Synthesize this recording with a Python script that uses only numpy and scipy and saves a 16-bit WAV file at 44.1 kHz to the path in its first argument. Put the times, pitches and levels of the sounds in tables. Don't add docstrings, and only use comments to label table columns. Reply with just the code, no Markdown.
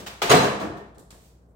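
import sys
import numpy as np
from scipy import signal
from scipy.fft import rfft, irfft, next_fast_len
from scipy.io import wavfile
from scipy.ndimage import map_coordinates

SR = 44100
rng = np.random.default_rng(int(sys.argv[2]) if len(sys.argv) > 2 else 0)


def bounce(signal):
    frames = np.transpose(np.atleast_2d(signal))
    limited = np.clip(frames, -1, 1)
    pcm = np.round(limited * 32767).astype(np.int16)
    wavfile.write(sys.argv[1], SR, pcm)


def undo_db(level):
    steps = np.asarray(level, float) / 20
    return 10 ** steps


N = 68355
LEAD_S = .3
M = N + round(LEAD_S * SR)


def unit(x):
    return x / np.sqrt(np.mean(x ** 2) + 1e-20)


def along(points, hz):
    f, v = np.transpose(points)
    return np.interp(np.log(hz + 1), np.log(f + 1), v)


def filtered(x, response):
    m = next_fast_len(x.shape[-1] + 8192)
    spectrum = rfft(x, m) * response(np.fft.rfftfreq(m, 1 / SR))
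    return irfft(spectrum, m)[..., :x.shape[-1]]


def causal(gain):
    cepstrum = irfft(np.log(np.maximum(gain, 1e-4)))
    half = len(cepstrum) // 2
    cepstrum[1:half] *= 2
    cepstrum[half + 1:] = 0
    return np.exp(rfft(cepstrum))


def add(out, s, x):
    part = out[:, round((s + LEAD_S) * SR):][:, :x.shape[1]]
    part += x[:, :part.shape[1]]


def noise_pair(count, gate=1):
    # hz, likeness (1 = same)
    alike = [(60, 1), (120, 1), (180, .7), (350, 0.93), (700, 0.33), (1400, -0.13), (4000, 0.019)]

    def mid_side(hz):
        turn = np.arccos(np.clip(along(alike, hz), -1, 1)) / 2
        return np.array([np.cos(turn), np.sin(turn)])

    mid, side = filtered(gate * rng.standard_normal((2, count)), mid_side)
    return np.array([mid + side, mid - side])


def placed(direct, drive, kind, build_s=.003):
    # hz, t60_s (time to fall 60 dB)
    kitchen = [(60, 0.86), (250, 0.69), (700, 0.75), (2000, 0.68), (6000, 0.55), (10000, 0.53),
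               (15000, 0.34)]
    wet_db = {"clack": 1.5, "thud": 2, "tick": 0, "clink": -6, "panel": -13}
    pan_db = {"clack": -0.5, "thud": 0, "tick": -1, "clink": -8, "panel": -1.5}
    hz, t, z = signal.stft(noise_pair(SR), SR, nperseg=256)
    fade = undo_db(-60 * t / along(kitchen, hz)[:, None])
    tail = signal.istft(z * fade, SR, nperseg=256)[1]
    tail = tail * (1 - np.exp(-np.arange(tail.shape[1]) / SR / build_s))
    wet = signal.fftconvolve(drive[None], tail / np.linalg.norm(tail[0]), axes=1)
    out = undo_db(wet_db[kind]) * wet
    add(out, -LEAD_S, direct)
    return undo_db(pan_db[kind] * np.array([[.5], [-.5]])) * out


def contacts(count):
    per_s, spread_db = 9000, 2
    draw = rng.random((count, 2))
    hit = draw[:, 0] < per_s / SR
    return noise_pair(count, hit * undo_db(-spread_db * np.log(draw[:, 1] + 0.00084)))


def blows(rows, gain, kind):
    out, t = np.zeros((2, M)), np.arange(SR // 4) / SR
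    for s, db, length, tilt_db in rows:
        shape = np.clip(1.3 - t / length, 0, 1) * (1 - np.exp(-t / 0.00048))
        x = np.vstack([contacts(len(t)) * shape, t == 0])
        x = filtered(x, lambda hz: causal(gain(hz) * undo_db(tilt_db * np.log2((hz + 50) / 2000))))
        x = undo_db(db) * x * np.sqrt(length * SR / np.sum(x ** 2, axis=1, keepdims=True))
        add(out, s, placed(x[:2], x[2], kind, build_s=0.11 * length))
    return out


def ringing(rows, kind, attack_cycles, wander):
    out, t = np.zeros((2, M)), np.arange(SR // 2) / SR
    port_lag_s = .0003
    for s, hz, db, t60 in rows:
        drift = wander * map_coordinates(rng.standard_normal(40), [t * 70])
        swell = undo_db(db - 60 * t / t60) * (1 - np.exp(-t * hz / attack_cycles))
        x = swell * np.sin(2 * np.pi * hz * (t + [[0], [port_lag_s]]) + drift)
        add(out, s, placed(x, x[0], kind))
    return out


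def fridge():
    # pitch_hz, level_db
    hum_lines = [(59, -55), (120, -65), (180, -66), (240, -76.5)]
    # hz, level_db (per Hz)
    air_colour = [(18, -42.5), (35, -28), (64, -14), (90, -20.5), (130, -20.5), (245, -25), (460, -26),
                  (1500, -43.5), (3000, -66.5), (8500, -62.5), (16000, -65)]
    wobble_db, air_db = 0.5, -59
    t = np.arange(M) / SR

    def slow():
        return map_coordinates(rng.standard_normal(60), [t * 14])

    hum = 0
    for hz, db in hum_lines:
        level = undo_db(db + 0.5 + wobble_db * slow())
        hum = hum + level * np.sin(2 * np.pi * hz * t + 0.52 * slow())
    return hum + undo_db(air_db) * unit(filtered(noise_pair(M), lambda hz: undo_db(along(air_colour, hz))))


def plastic_clacks():
    # start_s, level_db, contact_s,
    # brightness_db (per octave)
    clack_rows = [(-.06, -36, 0.0056, 4.5), (.062, -41, 0.024, 0), (.066, -41.5, 0.023, 3),
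                  (.2172, -25.5, 0.018, -1.5), (.2205, -28, 0.02, 1.5), (.229, -27.5, 0.01, -1.5),
                  (.25, -36, 0.0043, -2), (.288, -33, 0.0081, -2), (.295, -23, 0.0082, -1.5),
                  (.3, -20.5, 0.016, -1), (.312, -18.5, 0.024, 1), (.36, -36, 0.087, -0.5),
                  (.43, -38, 0.062, 0.5), (.597, -47.5, .07, 1), (.768, -60, 0.035, 1.5),
                  (1.105, -56.5, 0.016, 1.5), (0, -48, 0.015, 3), (.103, -49, 0.0044, -3),
                  (.255, -36.5, 0.0039, -1.5), (.3465, -21, 0.0012, 0)]
    # hz, level_db (per Hz)
    plastic = [(120, -44.5), (260, -23), (400, -8.5), (800, -4), (1300, -5.5), (2910, -8), (8000, -18.5),
               (10500, -25.5), (16000, -28.5)]
    return blows(clack_rows, lambda hz: undo_db(along(plastic, hz)), "clack")


def cabinet(hz):
    # hz, level_db (per Hz)
    load = [(24, -60.5), (42, -15.5), (90, -9), (197, -3), (339, 0.5), (410, -1), (550, -1), (722, -7),
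            (989, -3), (6000, -31.5), (7800, -52), (13200, -120)]
    # pitch_hz, width_hz, level_db
    resonances = [(142, 65, 3), (206, 9.8, 6.5), (268, 25, -17.5), (408.8, 10, 6), (446, 7.9, 0.5),
                  (518, 20, -2), (691, 87, 7), (702.4, 18, 1), (910, 33, -2.5), (1170, 100, 1),
                  (1715, 270, 3)]
    peaks = sum(undo_db(2 * db) * w * w / (4 * (hz - c) ** 2 + w * w) for c, w, db in resonances)
    return undo_db(along(load, hz)) * np.sqrt(0.54 + peaks)


def load_thuds():
    # start_s, level_db, contact_s, brightness_db (per octave)
    thud_rows = [(-.04, -42.5, 0.046, -2.5), (.228, -39, 0.059, -3), (.306, -20, 0.028, 1),
                 (.336, -18.5, 0.027, 0.5), (.372, -40, 0.0088, -1), (.44, -28, 0.036, 0.5),
                 (.556, -48.5, 0.015, 8), (.605, -37.5, 0.062, 0), (.67, -46.5, 0.017, -1),
                 (.755, -47, 0.037, 0), (.96, -57, 0.08, -3.5), (1.126, -49.5, 0.0039, -1.5),
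                 (1.143, -57.5, 0.0093, -1), (.648, -32.5, 0.0064, -3.5)]
    return blows(thud_rows, cabinet, "thud")


def panels():
    # start_s, pitch_hz, level_db, t60_s
    struck = [(.22, 380, -28.5, 0.27), (.218, 690, -35, 0.35), (0.24, 1500, -32.5, .2),
              (0.26, 700, -32.5, 0.21), (0.12, 120, -45.5, 0.36), (.297, 136, -14.5, 0.11),
              (.306, 415, -12, 0.15), (.32, 453.3, -20, 0.33), (.33, 725, -13, 0.29), (.325, 268, -22, .35),
              (.345, 178, -18.5, 0.26), (.344, 420, -13, 0.12), (.378, 680, -17, .25),
              (.435, 715, -21.5, 0.13), (.375, 135, -23, 0.3), (.43, 400, -24, 0.24),
              (0.33, 208, -24, 0.44), (.33, 876.4, -20, 0.35), (0.3, 1095, -20.5, 0.37),
              (.49, 1040, -33, 0.25), (0.28, 50, -32, .3), (.305, 660, -18.5, 0.19), (.31, 980, -17.5, .15),
              (.47, 470, -27, 0.34), (0.36, 1150, -25, 0.32), (.44, 462, -28.5, 0.31),
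              (0.36, 600, -34, 0.18)]
    # start_s, pitch_hz, level_db, t60_s
    settled = [(.572, 200, -31, .12), (.6, 412, -28, .22), (.6, 640, -35, .3), (.615, 190, -29, .2),
               (.636, 314, -27, .14), (.636, 490, -30, .14), (.67, 85, -30, .14), (.695, 318, -32, .2),
               (.75, 410, -36, .22), (.812, 410, -43, .1), (.8, 670, -43, .15)]
    return ringing(struck + settled, "panel", attack_cycles=1.1, wander=0.49)


def glass_clinks():
    # start_s, pitch_hz, level_db, t60_s
    clink_rows = [(.298, 6616, -25.5, .068), (.303, 6610, -20, .041), (.298, 9170, -26, .09),
                  (.298, 10460, -34, .08), (.3, 2600, -29, .2), (.3, 3926, -27, .17),
                  (.33, 7400, -29.5, .052), (.35, 7950, -21, .02), (.362, 4050, -29, .3),
                  (.39, 3990, -38, .22), (.42, 6490, -38, .1), (.784, 1820, -51, .26),
                  (.981, 8000, -64, .05), (1.105, 4400, -55, .06), (1.105, 2376, -64, .05),
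                  (1.105, 3350, -60, .05), (1.106, 7500, -53, .04), (1.105, 5270, -55, .02),
                  (1.105, 6280, -62, .06), (1.245, 8050, -65, .15)]
    return ringing(clink_rows, "clink", attack_cycles=2, wander=0.29)


def wrapper_ticks():
    # start_s, level_db, contact_s, brightness_db (per octave)
    tick_rows = [
        (.945, -69.5, .03, -5.5),
        (.982, -54.5, .005, -1.2),
        (.992, -59, .02, 1.5),
        (1.105, -51, .003, -2),
        (1.1075, -48.5, 0.00301, -4.5),
        (1.113, -57, .012, -1),
        (1.125, -66.5, 0.084, 1.1),
        (1.485, -87, .07, 4),
    ]
    # hz, level_db (per Hz)
    film = [(1500, -23.5), (2700, -16), (3700, -7.5), (6400, -9), (7800, -2), (9000, -6), (12000, -11),
            (16000, -19.5)]
    return blows(tick_rows, lambda hz: undo_db(along(film, hz)), "tick")


def wrapper_rustle():
    # time_s, level_db
    swell = [
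        (1.139, -78),
        (1.201, -68),
        (1.235, -63),
        (1.27, -65),
        (1.31, -74),
        (1.37, -90.5),
    ]
    # hz, level_db (per Hz)
    crackle = [(900, -25), (2000, -7), (5000, -5), (8000, -4), (10500, -9.5), (14000, -8), (16000, -12)]
    s, db = np.transpose(swell)
    t = np.arange(M) / SR - LEAD_S
    x = unit(filtered(contacts(M), lambda hz: causal(undo_db(along(crackle, hz)))))
    x = x * undo_db(np.interp(t, s, db, -140, -140))
    return placed(x, x[0], "tick")[:, :M]


def scene():
    x = fridge() + plastic_clacks() + load_thuds() + panels()
    x = x + glass_clinks() + wrapper_ticks() + wrapper_rustle()
    return x[:, M - N:]


def low_pass(x):
    return signal.sosfilt(signal.butter(12, 16810, fs=SR, output="sos"), x)


def record(dry):
    # hz, level_db
    mic = [(30, 1), (8000, 0.5), (11000, -1.5), (15500, 4.5)]
    # hz, level_db
    shade = [(2000, 1), (5000, 0), (10000, -2.5), (15000, -1)]
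    top_hz, above_top_db = 15850, -30
    sides = np.array([[.5], [-.5]])
    x = np.pad(dry, [(0, 0), (M - N, M - N)], "reflect", reflect_type="odd")
    x = filtered(x, lambda hz: undo_db(along(mic, hz) + along(shade, hz) * sides))
    x = np.clip(x, -1, 1)

    def top_cut(hz):
        above = undo_db(above_top_db - (hz - top_hz) / 50) * (hz < top_hz + 950)
        return np.where(hz < top_hz, 1, above)

    x = filtered(x, top_cut)
    return low_pass(x[:, M - N:M])


dry = scene()
out = record(dry)
bounce(out)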